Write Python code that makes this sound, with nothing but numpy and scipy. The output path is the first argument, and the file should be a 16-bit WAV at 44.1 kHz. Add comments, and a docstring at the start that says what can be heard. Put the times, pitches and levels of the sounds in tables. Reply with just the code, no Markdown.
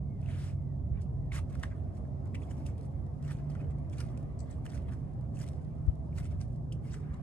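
"""Footsteps on a waterside boardwalk

Someone turns from the rail and strolls along a wooden boardwalk beside calm water.
Soles slide and scuff as flickering noise with tiny wood rings; taps, creaks and clacks ring the planks.
Behind them, shaped noise makes far traffic and a shore murmur, and wavering tones make engines.
Low noise puffs touch the microphone; far birds whistle in gliding tones and a nearer one rasps chips."""
import sys
import numpy as np
from scipy import signal
from scipy.fft import rfft, irfft, next_fast_len
from scipy.io import wavfile
from scipy.ndimage import uniform_filter1d

SR = 44100
rng = np.random.default_rng(int(sys.argv[2]) if len(sys.argv) > 2 else 0)


def put_to_file(sound):
    """Save the sound as 16-bit audio at rate SR, in the file named by the first command-line argument."""
    columns = np.atleast_2d(sound).T  # one column per channel
    safe = np.clip(columns, -1, 1)
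    whole_steps = np.round(safe * 32767)
    wavfile.write(sys.argv[1], SR, whole_steps.astype(np.int16))


N = 318402
TIME = np.arange(N) / SR

# In these tables, rise, fall, attack, release and half length run between full height and a tenth of it.
# Soles turning on the deck. Each row: start of full pressure in seconds, length in seconds, level in dB,
# attack in seconds, release in seconds, groan in dB at the end, hiss in dB (both beside the level).
PIVOTS = [(0.307, 0.18, -62.5, 0.12, 0.064, -19, -0.5), (1.322, 0.069, -55, 0.0071, 0.014, 1, 1.5)]
# Stray brushes of a shoe. Each row: peak in seconds, level in dB, half length in seconds, treble in dB.
SCUFFS = [(0.983, -61, 0.05, -23), (1.022, -68.5, 0.016, 12), (1.356, -51.5, .022, -1),
          (1.723, -60.5, 0.067, -25), (1.797, -77, 0.038, -24), (1.953, -75, .04, 5),
          (1.973, -72, 0.016, 7), (2.263, -61.5, 0.022, -19), (2.43, -69, 0.021, -1),
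          (2.512, -60.5, 0.032, -1.5), (2.85, -75, 0.069, 4.5), (3.503, -65.5, 0.013, 6.5),
          (3.603, -57.5, 0.076, -16.5), (3.71, -73, .03, 1), (4.082, -64.5, .03, -2.5),
          (4.191, -72, .02, -2), (4.519, -65.5, 0.092, -4.5), (4.697, -63.5, 0.044, -1),
          (4.726, -57, 0.017, -3), (4.822, -66, .03, -10), (4.89, -58.5, 0.059, -18),
          (6.255, -60, 0.053, -0.5), (6.322, -62.5, 0.033, -7.5), (6.852, -57, .018, -16),
          (7.138, -68, .012, 1)]
# Heels and toes knocking. Each row: peak in seconds, level in dB, length scale in seconds,
# ring pitch in Hz, treble in dB before a shared offset.
TAPS = [(0.228, -57, .003, 2400, -8), (0.26, -50, 0.0023, 2840, -2), (0.288, -45.5, .003, 2050, -7),
        (0.302, -49, 0.003, 1970, -13), (1.361, -40.5, .004, 1600, -13), (1.39, -42.5, .003, 1300, -6),
        (1.553, -46, 0.0044, 1530, -5), (1.6318, -36, 0.0034, 1390, -1), (1.635, -36, 0.0033, 1750, -7),
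        (2.052, -60, .005, 1780, -14), (2.348, -40, 0.0056, 2150, -6.5), (2.353, -41.5, 0.0051, 2600, -3.5),
        (2.421, -54, 0.0068, 2310, -8), (2.433, -57, .007, 3220, 2), (2.512, -53, 0.0055, 1690, -4),
        (2.665, -51, 0.0074, 2700, 11), (2.688, -57, 0.0036, 1700, -10), (3.308, -50, 0.005, 2300, -9),
        (3.552, -48, 0.0094, 1330, -7), (3.933, -52, .007, 2320, -8), (3.985, -54, .004, 2500, -2),
        (4.011, -50, .007, 2260, -8), (4.175, -56, 0.0044, 2400, -3), (4.655, -47, .003, 1406, 3.5),
        (4.6633, -45, 0.0026, 1600, 2.5), (4.665, -43, 0.0024, 2840, -8), (4.734, -51, .003, 1700, -4),
        (4.758, -49, 0.005, 1400, -3), (4.923, -49.5, 0.0066, 1460, -4), (4.935, -59.5, 0.014, 1610, 6.5),
        (5.41, -57, 0.0031, 1600, -12), (5.486, -59, 0.0027, 1500, -3), (6.185, -46, 0.006, 1950, 3.5),
        (6.405, -60, 0.012, 2220, -4), (6.726, -52, 0.0056, 2650, 11), (6.941, -45.5, 0.0073, 1270, -4),
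        (6.949, -51, 0.0044, 1900, 0)]
# Colour of a sole on wood. Each row: frequency in Hz, relative level in dB.
SOLE_COLOUR = [(300, -18.5), (700, -7.5), (1250, 1), (1900, 0.5), (3100, -3.5), (4200, -8.5), (5600, -6.5),
               (7000, -10.5), (8400, -6), (10500, -16), (12500, -18.5), (14500, -24.5)]
# Colours of far traffic, before filters. Each row: frequency in Hz, relative level in dB.
RUMBLE_COLOUR = [(12, -59), (20, -32.5), (27, -13), (29, -31.5), (40, -13), (56, -2), (76, 1.5),
                 (113, -3.5), (134, 0.5), (154, 1.5), (173, -8.5), (275, -17), (304, -23.5), (400, -21.5),
                 (520, -44.5), (880, -120)]
ROAD_COLOUR = [(150, -8), (250, 10), (330, 6), (450, 3.5), (680, 5.5), (850, -3.5), (1100, -9), (1500, -30),
               (2200, -39.5), (3200, -35.5), (5000, -34), (9000, -39), (12000, -44.5), (15000, -57.5)]
# Steadier motors further off. Each row: pitch in Hz, level in dB, start and end of full level in seconds.
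HUMS = [(70.85, -51, -10, 8), (93.4, -49, -4.5, 3.9), (120.6, -47.5, 3.4, 6.72), (177.9, -57, -2.5, 1.15),
        (247.8, -66.5, 2, 8), (378.8, -71.5, 0, 8)]
# Air on the microphone. Each row: peak in seconds, level in dB before the port filter,
# half length in seconds, left over right in dB.
PUFFS = [(0.911, -31.5, 0.066, -1.5), (1.29, -37.5, 0.62, 1), (5.891, -23.5, 0.019, 18),
         (6.34, -35, 0.36, -0.5)]
# Falling whistles. Each row: start in seconds, length in seconds, first pitch in Hz, last pitch in Hz,
# level in dB at the end of its growth, bend (1 falls evenly, more holds the pitch longer).
WHISTLES = [(0.03, 0.19, 2240, 1780, -74, 2.2), (0.535, 0.23, 2190, 1740, -74, 1.7),
            (0.94, 0.13, 3970, 2670, -80.5, 1.1), (1.185, 0.115, 2030, 1800, -74, 1.4)]
# A near bird's dry chips. Each row: peak in seconds, level in dB before panning, half length in seconds.
CHIPS = [(4.393, -53.5, 0.0045), (4.405, -51.5, 0.01), (4.513, -58.5, 0.013)]
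# Each row: frequency in Hz, likeness of left and right (limited to 1 in use).
LIKENESS = [(60, 0.75), (130, 0.7), (280, 0.7), (610, 0.1), (1300, 0), (3000, 0), (9000, 0), (13000, 1.5)]
# Each row: frequency in Hz, left over right in dB.
BALANCE_DB = [(60, -2.5), (200, -3), (400, -1), (1200, -0.7), (2200, -2), (4000, 2), (5500, 3.5), (7200, 2),
              (8300, -2), (9400, -13.5), (10300, -2.5), (11200, 0)]
# Treble colour of the microphone ports. Each row: frequency in Hz, gain in dB.
PORT_COLOUR = [(7500, -1.5), (8600, -1.5), (9400, 1), (10500, -2.5)]
# Lead of the left port for sound from the feet. Each row: frequency in Hz, lead in radians.
FOOT_PHASE = [(1200, 0.73), (2100, 1.23), (2800, 1.44), (4400, 1.55), (5700, 2.54), (7700, 7.9),
              (9100, 7.66), (10500, 13), (13500, 10)]
# What every tap rings with. Each row: frequency in Hz, width in Hz, relative level in dB.
PLANK_MODES = [(860, 61, 3), (1130, 110, 10), (1890, 67, -16.5), (2360, 330, -9.5), (3070, 140, 4)]
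# Strides. Each row: time the sole comes flat in seconds, level in dB, seconds from heel landing to flat,
# seconds from flat to toe push, toe level in dB, treble in dB.
STRIDES = [(1.636, -59, .135, .33, -72, -2.5), (2.674, -63.5, 0.27, 0.12, -67, -0.5),
           (3.311, -55, 0.069, 0.21, -65.5, -2), (4.007, -58, 0.079, 0.2, -80, 1.5),
           (4.753, -57.5, 0.1, 0.16, -70, -2), (5.422, -59, 0.067, 0.054, -66, 3.5),
           (6.184, -59.5, 0.021, .23, -59, 1.5), (6.943, -60.5, 0.096, 0.2, -66, 3.5)]
# Grit snapping under a sole. Each row: peak in seconds, level in dB before SNAP_DB.
SNAPS = [(0.215, -59), (1.553, -51.5), (1.598, -54), (1.968, -66), (2.076, -70), (2.257, -60), (2.273, -61),
         (2.7805, -54), (2.811, -54.5), (3.065, -62), (3.226, -54), (3.7852, -60), (3.8978, -54),
         (3.984, -45), (4.1747, -49), (4.2293, -60), (5.135, -64), (5.21, -60), (5.4652, -51), (5.478, -49),
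         (5.487, -45), (5.648, -61), (5.865, -61.5), (5.955, -62.5), (6.48, -64), (6.56, -61)]
# The far road's roar. Each row: time in seconds, level in dB before a shared offset.
ROAD_LEVEL = [(0.05, -58), (2.03, -55), (2.48, -52.5), (2.8, -54.5), (4.12, -54.5), (7.15, -57)]
# The engine's octave comes through once: peak in seconds, level in dB, half length in seconds.
OCTAVE_SWELL = (2.57, -58.5, 0.39)
# The shore's murmur. Each row: time in seconds, level in dB.
SHORE_LEVEL = [(0.1, -75.5), (0.85, -76), (1.3, -73.5), (1.7, -69), (2.5, -70.5), (3.1, -71), (4.1, -67.5),
               (5.6, -70), (6.4, -73), (6.65, -76), (7.1, -63)]
# A loaded board slips against its neighbour. Each row: peak in seconds, peak level in dB before roughness,
# rise in seconds, fall in seconds, centre pitch in Hz.
CREAKS = [(1.321, -36.5, .005, 0.002, 2190), (1.3255, -46, .002, .004, 2150),
          (1.366, -40.5, 0.0044, 0.0048, 2050), (1.3785, -45.5, .002, .0015, 3000),
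          (2.349, -47.5, 0.0051, .006, 2130), (5.372, -54, .004, .006, 2500),
          (6.129, -58, .004, .006, 2450), (6.7227, -43.5, 0.0016, 0.0023, 2850),
          (6.905, -54, 0.0018, .004, 2810)]
# A hard heel edge clacks on a board and bounces. Each row: start in seconds, level in dB.
CLACKS = [(1.6356, -30), (1.6375, -41), (1.6404, -38), (4.6627, -46.5), (4.665, -48.5)]
# What a clack rings with. Each row: frequency in Hz, time to fall 60 dB in seconds, relative level in dB.
CLACK_MODES = [(1230, .012, -9), (1830, 0.01, 2.5), (2850, 0.0078, -9.5), (3450, .006, -10.5),
               (5600, .004, -11), (7700, .004, -15.5)]
# The far engine. Each row: time in seconds, pitch in Hz, level in dB as the air carries it over the water.
ENGINE = [(0, 139.4, -40.5), (0.7, 136.2, -40.5), (1.4, 134.3, -43.5), (1.8, 136, -51), (2.15, 136.4, -42),
          (2.5, 138, -47), (3.0, 141.8, -42), (3.5, 145.5, -36), (4.1, 146.4, -47), (4.6, 148, -49.5),
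          (5.2, 149.2, -42), (6.0, 152.5, -44.5), (6.6, 150.7, -42), (7.2, 147, -43)]

FOOT_LIKENESS = 0.67  # how alike the two ports hear the feet
TREBLE_HZ, CUTOFF_HZ = 4000, 14200  # start of a rub's treble; top of the whole sound
# Parts of a stride; the dB values are added to the level or treble in its row, except TOE_TREBLE_DB.
ROLL_DB, ROLL_ATTACK_S, ROLL_RELEASE_S = -9.5, 0.03, 0.075
FLAT_RISE_S, FLAT_FALL_S = 0.047, 0.045
STANCE_DB, STANCE_RELEASE_S, STANCE_TREBLE_DB = -3, 0.25, -4.5
TOE_RISE_S, TOE_FALL_S, TOE_TREBLE_DB = 0.026, 0.035, 0
SNAP_DB, SNAP_RISE_S, SNAP_FALL_S = -5, 0.00089, 0.0073
RUMBLE_DB, OCTAVE_DB = -37, -66.5
CRACKLE_DB, CRACKLES_PER_S, CRACKLE_WIDTH_HZ = -8.5, 170, 120
ROAD_PATCH_DB, WOOD_PATCH_DB, GRIT_PATCH_DB, SHORE_PATCH_DB = 2.5, 5, 2, 3.8  # uneven flicker of each colour
PIVOT_BRIGHTEN_DB = 5.5  # growth of a slide's hiss over its first half
PIVOT_CRACKLE_DB = -6.5  # jerky slips within a slide
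DULL_HZ, EDGE_FOLLOWS = 2500, 0.63  # soft rubs lose this share of their treble loss above this pitch
CREAK_WAVER, CREAK_ROUGH_DB = 0.055, 3  # share of the pitch; unevenness of the slips
ENGINE_WAVER_DB = 1.5
WHISTLE_GROWTH_DB, WHISTLE_WAVER_HZ, WHISTLE_FLUTTER_DB = 9, 24, 3.5


def from_db(db):
    """Decibels to gain."""
    return 10 ** (np.asarray(db) / 20)


def rms_one(x):
    """Scale to unit power."""
    return x / np.sqrt(np.mean(x ** 2) + 1e-20)


def in_time(rows):
    """Read each column of a curve at every sample."""
    s, *columns = np.transpose(rows)
    return [np.interp(TIME, s, c) for c in columns]


def per_bin(points):
    """Read a table at every frequency bin, along log frequency."""
    hz, value = np.transpose(points)
    bins_hz = np.fft.rfftfreq(next_fast_len(N), 1 / SR) + 1
    return np.interp(np.log(bins_hz), np.log(hz), value)


def filtered(x, gain):
    """Apply a gain over frequency."""
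    size = next_fast_len(N)
    return irfft(rfft(x, size) * gain, size)[..., :N]


def band(low_hz, high_hz):
    """Gain that passes a band and falls away on both sides."""
    hz = np.fft.rfftfreq(next_fast_len(N), 1 / SR) + 1
    away = (hz * hz - low_hz * high_hz) / (hz * (high_hz - low_hz))
    return 1 / np.sqrt(1 + away ** 6)


def noise(gain):
    """Coloured stereo noise, alike between the ears as LIKENESS says; rms 1."""
    alike = np.clip(per_bin(LIKENESS), -1, 1)
    mid, side = filtered(rng.standard_normal((2, N)), gain * np.sqrt([1 + alike, 1 - alike]))
    return rms_one(np.array([mid + side, mid - side]))


def at_ports():
    """Phase shift at the two ports for sound from the feet."""
    return np.exp(1j * per_bin(FOOT_PHASE) * np.array([[.5], [-.5]]))


def close_noise(gain):
    """Noise from a small near source: both ports hear much the same, shifted in phase; rms 1."""
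    alike = np.clip(FOOT_LIKENESS, 0, 1)
    shared, *own = rng.standard_normal((3, N))
    both = np.sqrt(alike) * shared + np.sqrt(1 - alike) * np.array(own)
    return rms_one(filtered(both, gain * at_ports()))


def drift(rate):
    """Random curve of rms 1, moving to a new value rate times a second."""
    return rms_one(np.interp(TIME * rate, np.arange(N), rng.standard_normal(N)))


def swell(s, rise, fall, shape):
    """A bump of height 1 at s, a tenth as high one rise before and one fall after."""
    away = np.maximum((s - TIME) / rise, (TIME - s) / fall)
    out, near = np.zeros(N), away < 5
    out[near] = 10 ** -(away[near] ** shape)
    return out


def stroke(s, length, attack, release):
    """Height 1 from s for the length, a tenth as high one attack before and one release after."""
    away = np.maximum((s - TIME) / attack, (TIME - s - length) / release)
    return 10 ** -np.clip(away, 0, 8)


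def patchy(x, spread_db, size):
    """Stretches of the spectrum swell and fade at random, narrower and slower for a larger size; rms 1."""
    cells = signal.stft(x, nperseg=size)[2]
    field = uniform_filter1d(rng.standard_normal(cells.shape[1:]), size=2, axis=0)
    field = uniform_filter1d(field, size=6, axis=1)
    gain = from_db(spread_db * np.clip(rms_one(field), -2, 2))
    return rms_one(signal.istft(cells * gain, nperseg=size)[1][:, :N])


def resonate(x, hz, width_hz):
    """One resonance with gain about 1 at its pitch."""
    r = np.exp(-np.pi * width_hz / SR)
    feedback = [1, -2 * r * np.cos(2 * np.pi * hz / SR), r * r]
    return signal.lfilter([(1 - r * r) / 2, 0, (r * r - 1) / 2], feedback, x + 1e-18)


def scatter_tail(x, t60, wet_db):
    """Surroundings such as posts and rails scatter sound into a short, fading noise tail."""
    t = TIME[:SR // 2]
    scatter = rng.standard_normal((2, len(t))) * from_db(-60 * t / t60) * (t > .005)
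    scatter /= np.sqrt(np.sum(scatter ** 2, axis=1, keepdims=True))
    return x + from_db(wet_db) * signal.fftconvolve(x, scatter, axes=1)[:, :N]


def traffic():
    """Deep rumble and patchy road roar, both shaped noise, carried over the water."""
    road_db, = in_time(ROAD_LEVEL)
    dip = 1 - 0.54 * band(134.3, 166.0)
    rumble = noise(from_db(per_bin(RUMBLE_COLOUR)) * band(24, 352) * dip)
    road = patchy(noise(from_db(per_bin(ROAD_COLOUR))), ROAD_PATCH_DB, size=1536)
    return from_db(RUMBLE_DB) * rumble + from_db(road_db + 3.5) * road


def engines():
    """Firing tones, with one octave, that fade in and out on the long way through the air."""
    hz, firing_db = in_time(ENGINE)
    s, db, half = OCTAVE_SWELL
    octave = from_db(OCTAVE_DB) + from_db(db) * swell(s, half, half, shape=2.3)
    phase = 2 * np.pi * np.cumsum(hz) / SR + 0.13 * drift(7)
    tones = from_db(firing_db) * np.sin(phase) + octave * np.sin(2 * phase + 0.37 * drift(12))
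    out = from_db(ENGINE_WAVER_DB * drift(9.8)) * tones
    for hum_hz, hum_db, start, end in HUMS:
        # half-second fades lie outside the start and end
        present = np.clip(2 * np.minimum(TIME - start, end - TIME) + 1, 0, 1)
        fading = from_db(hum_db + 3.1 * drift(3.7)) * present
        out += fading * np.sin(2 * np.pi * hum_hz * TIME + 0.93 * drift(4))
    return np.sqrt(2) * out  # a sine's level now counts as rms


def shore():
    """A faint, restless murmur of small far sounds: patchy noise in the upper midrange."""
    colour = band(970, 1265) + from_db(-8.5) * band(1200, 2150) + from_db(-22.0) * band(1600, 3400)
    murmur = patchy(noise(colour), SHORE_PATCH_DB, size=640)
    level_db, = in_time(SHORE_LEVEL)
    return from_db(level_db) * murmur


def clothes(level_db, flicker_db):
    """Fabric whispers faintly as flickering treble noise."""
    whisper = close_noise(from_db(per_bin(SOLE_COLOUR)) * band(3900, 13000))
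    return from_db(level_db + flicker_db * drift(17)) * whisper


def grit(per_s, level_db, spread_db):
    """Stray grains tick faintly at random moments, each a tiny burst of noise."""
    ticks = np.zeros(N)
    for when, size in rng.random((int(per_s * N / SR), 2)):
        ticks += from_db(level_db + spread_db * size) * swell(when * N / SR, 0.0018, 0.0049, shape=1)
    return ticks * close_noise(from_db(per_bin(SOLE_COLOUR)))


def wildlife():
    """Far birds whistle in falling tones; a near bird's two bands of noise rasp in chips on the left."""
    whistles = np.zeros((2, N))
    for s, length, from_hz, to_hz, db, bend in WHISTLES:
        along = np.clip((TIME - s) / length, 0, 1)
        hz = from_hz + (to_hz - from_hz) * along ** bend + WHISTLE_WAVER_HZ * drift(90)
        level_db = db + WHISTLE_GROWTH_DB * (along - 1) + WHISTLE_FLUTTER_DB * drift(45)
        rounded = np.abs(np.sin(np.pi * along)) ** 0.31
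        whistles += from_db(level_db) * rounded * np.sin(2 * np.pi * np.cumsum(hz) / SR)
    chips = sum(from_db(db) * swell(s, half, half, shape=0.9) for s, db, half in CHIPS)
    rasp = noise(band(7600, 8330) + 0.41 * band(4360, 8400)) * from_db([[4], [-7]])
    return scatter_tail(whistles, t60=0.2, wet_db=-4.0) + scatter_tail(chips * rasp, t60=0.15, wet_db=-8.0)


def friction(grit_db, patchy_db=4.5):
    """Body and treble of a sole on grit: its catch changes hundreds of times a second, its colour flickers."""
    colour, edges = from_db(per_bin(SOLE_COLOUR)), np.geomspace(400, 16000, 12)
    catches = rms_one(from_db(grit_db * (drift(700) + 0.91 * drift(110))))
    body, treble = np.zeros((2, 2, N))
    for low, high in zip(edges, edges[1:]):
        gain = colour * band(low, high)
        zone = np.linalg.norm(gain) * close_noise(gain) * from_db(patchy_db * drift(70))
        if low < TREBLE_HZ:
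            body += zone
        else:
            treble += zone
    return rms_one(body) * catches, rms_one(treble) * catches


def crackles(spread_db):
    """The sole slips in small jerks, each briefly ringing a different spot of the wood; rms 1."""
    chance, size, spot = rng.random((3, N))
    slips = (chance < CRACKLES_PER_S / SR) * from_db(spread_db * size ** 2) * rng.choice([-1, 1], N)
    pitches = np.geomspace(1100, 3600, 18)
    dealt = (spot * len(pitches)).astype(int)
    rings = sum(resonate(slips * (dealt == k), hz, CRACKLE_WIDTH_HZ) for k, hz in enumerate(pitches))
    return rms_one(filtered(rings, from_db(per_bin(SOLE_COLOUR)) * at_ports()))


def pivots():
    """Two slides as the walker turns: friction crackles, its hiss grows and a groan swells to the end."""
    body, treble = friction(grit_db=0.6, patchy_db=2.0)
    wood = from_db(4.0) * body + from_db(PIVOT_CRACKLE_DB) * crackles(spread_db=15)
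    groan, out = close_noise(band(750, 1300)), 0
    for s, length, db, attack, release, groan_db, hiss_db in PIVOTS:
        along = np.clip((TIME - s) / length, 0, 1)
        hiss = from_db(hiss_db + PIVOT_BRIGHTEN_DB * np.minimum(2 * along - 1, 0)) * treble
        slide = wood + hiss + from_db(groan_db) * along ** 2 * groan
        out = out + from_db(db) * stroke(s, length, attack, release) * slide
    return out


def snaps():
    """The larger grains break with a short, bright tick of noise."""
    force = sum(from_db(db + SNAP_DB) * swell(s, SNAP_RISE_S, SNAP_FALL_S, shape=0.83) for s, db in SNAPS)
    bright = band(4000, 14500) + from_db(-11.5) * band(1200, 4000)
    return force * close_noise(from_db(per_bin(SOLE_COLOUR)) * bright)


def taps(ring_width_hz, ring_db, plank_db, crack_db):
    """The sole knocks at its own pitch, the plank rings briefly and grit cracks on top."""
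    crack = close_noise(from_db(per_bin(SOLE_COLOUR)) * band(4000, 14000))
    chatter, out = close_noise(band(600, 3900)), np.zeros((2, N))
    for s, db, length, hz, treble_db in TAPS:
        near = slice(int((s - .05) * SR), int((s + .07) * SR))
        force = from_db(db) * swell(s, 0.83 * length, 1.78 * length, shape=0.66)[near]
        blow = force * chatter[:, near]
        knock = resonate(resonate(blow, hz, ring_width_hz), hz, ring_width_hz)
        plank = 0
        for k, (mode_hz, width_hz, mode_db) in enumerate(PLANK_MODES):
            plank = plank + (-1) ** k * from_db(mode_db) * resonate(blow, mode_hz, width_hz)
        weight = min(1, 1750 / hz) ** 6  # dull heel blows drive the plank more than light toe taps
        shares = from_db(ring_db) * rms_one(knock) + weight * from_db(plank_db) * rms_one(plank)
        shares += from_db(treble_db + crack_db) * rms_one(force * crack[:, near])
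        out[:, near] += np.sqrt(np.mean(force ** 2)) * shares
    return out


def puffs():
    """Soft low buffets of moving air; the deepest part does not get through the ports."""
    air, out = noise(band(55, 97.7)), np.zeros((2, N))
    for s, db, half, pan_db in PUFFS:
        push = swell(s, half, half, shape=1.37)
        sides = from_db(db + pan_db * np.array([[.5], [-.5]]))
        out += sides * np.sqrt(np.mean(push ** 2)) * rms_one(push * air)
    return filtered(out, band(45, 200))


def contacts():
    """Each rub as force and treble dB: a stride rolls from the heel, comes flat, bears weight, pushes off."""
    for s, db, heel_s, toe_s, toe_db, treble_db in STRIDES:
        yield from_db(db + ROLL_DB) * stroke(s - heel_s, heel_s, ROLL_ATTACK_S, ROLL_RELEASE_S), treble_db
        yield from_db(db) * swell(s, FLAT_RISE_S, FLAT_FALL_S, shape=1.36), treble_db
        stance = from_db(db + STANCE_DB) * swell(s, FLAT_RISE_S, STANCE_RELEASE_S, shape=0.53)
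        yield stance, treble_db + STANCE_TREBLE_DB
        yield from_db(toe_db) * swell(s + toe_s, TOE_RISE_S, TOE_FALL_S, shape=0.69), TOE_TREBLE_DB
    for s, db, half, treble_db in SCUFFS:
        yield from_db(db) * swell(s, half, half, shape=1.0), treble_db


def crunch_grains(per_s, spread_db):
    """Single grains cracking under a sole: many small clicks and a few large ones; rms 1."""
    chance, size = rng.random((2, N))
    clicks = (chance < per_s / SR) * from_db(spread_db * size ** 2) * rng.choice([-1, 1], N)
    return rms_one(filtered(clicks, from_db(per_bin(SOLE_COLOUR)) * band(900, 13000) * at_ports()))


def scuffs():
    """Rubbing force drives wood friction, crackles and crunching grit; soft rubs favour the lower wood."""
    body, treble = friction(grit_db=2.6, patchy_db=3.0)
    body_power, edge_power, treble_power = np.zeros((3, N))
    for force, treble_db in contacts():
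        body_power += force ** 2
        edge_power += (force * from_db(EDGE_FOLLOWS * min(treble_db, 0))) ** 2
        treble_power += (force * from_db(treble_db)) ** 2
    wood = patchy(body, WOOD_PATCH_DB, size=512) + from_db(CRACKLE_DB) * crackles(spread_db=9.5)
    dull = filtered(wood, band(100, DULL_HZ) ** 2)
    crunch = from_db(-8) * crunch_grains(per_s=250, spread_db=8.5)
    gritty = from_db(-2.0) * patchy(treble, GRIT_PATCH_DB, size=256) + crunch
    return np.sqrt(body_power) * dull + np.sqrt(edge_power) * (wood - dull) + np.sqrt(treble_power) * gritty


def creaks():
    """Wood sticks and slips so fast that it sings, a wavering tone of a few milliseconds."""
    waver, out = 1 + CREAK_WAVER * drift(500), np.zeros(N)
    for s, db, rise, fall, hz in CREAKS:
        near = slice(int((s - .03) * SR), int((s + .07) * SR))
        tone = np.sin(2 * np.pi * np.cumsum(hz * waver[near]) / SR)
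        out[near] += from_db(db) * swell(s, rise, fall, shape=1.05)[near] * tone
    return filtered(out * from_db(CREAK_ROUGH_DB * drift(900)), at_ports())


def clacks():
    """Single hard contacts set a board's damped modes ringing."""
    t, out = TIME[:SR // 20], np.zeros(N)
    ring = sum(from_db(db - 60 * t / t60) * np.sin(2 * np.pi * hz * t) for hz, t60, db in CLACK_MODES)
    for s, db in CLACKS:
        start = int(s * SR)
        out[start:start + len(t)] += from_db(db) * ring
    return filtered(out, at_ports())


def scene():
    """Steps among the railings, with the shore around them."""
    far = traffic() + engines() + shore() + wildlife()
    walker = clothes(level_db=-92.0, flicker_db=4.0) + grit(per_s=7, level_db=-73.5, spread_db=3.0)
    walker += pivots() + snaps() + taps(ring_width_hz=610, ring_db=-1.5, plank_db=-8.5, crack_db=-9.5)
    walker += scuffs() + creaks() + clacks()
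    return scatter_tail(walker, t60=0.16, wet_db=-12.0) + far + puffs()


def record(dry):
    """Each microphone port has its own colour; a steep filter cuts the top."""
    ends = np.clip(np.minimum(TIME, TIME[-1] - TIME) / .004, 0, 1)  # 4 ms fades
    colour_db = per_bin(PORT_COLOUR) + per_bin(BALANCE_DB) * np.array([[.5], [-.5]])
    coloured = filtered(dry * ends, from_db(colour_db))
    return signal.sosfilt(signal.ellip(10, .1, 80, CUTOFF_HZ, fs=SR, output="sos"), coloured)


dry = scene()
out = record(dry)
put_to_file(out)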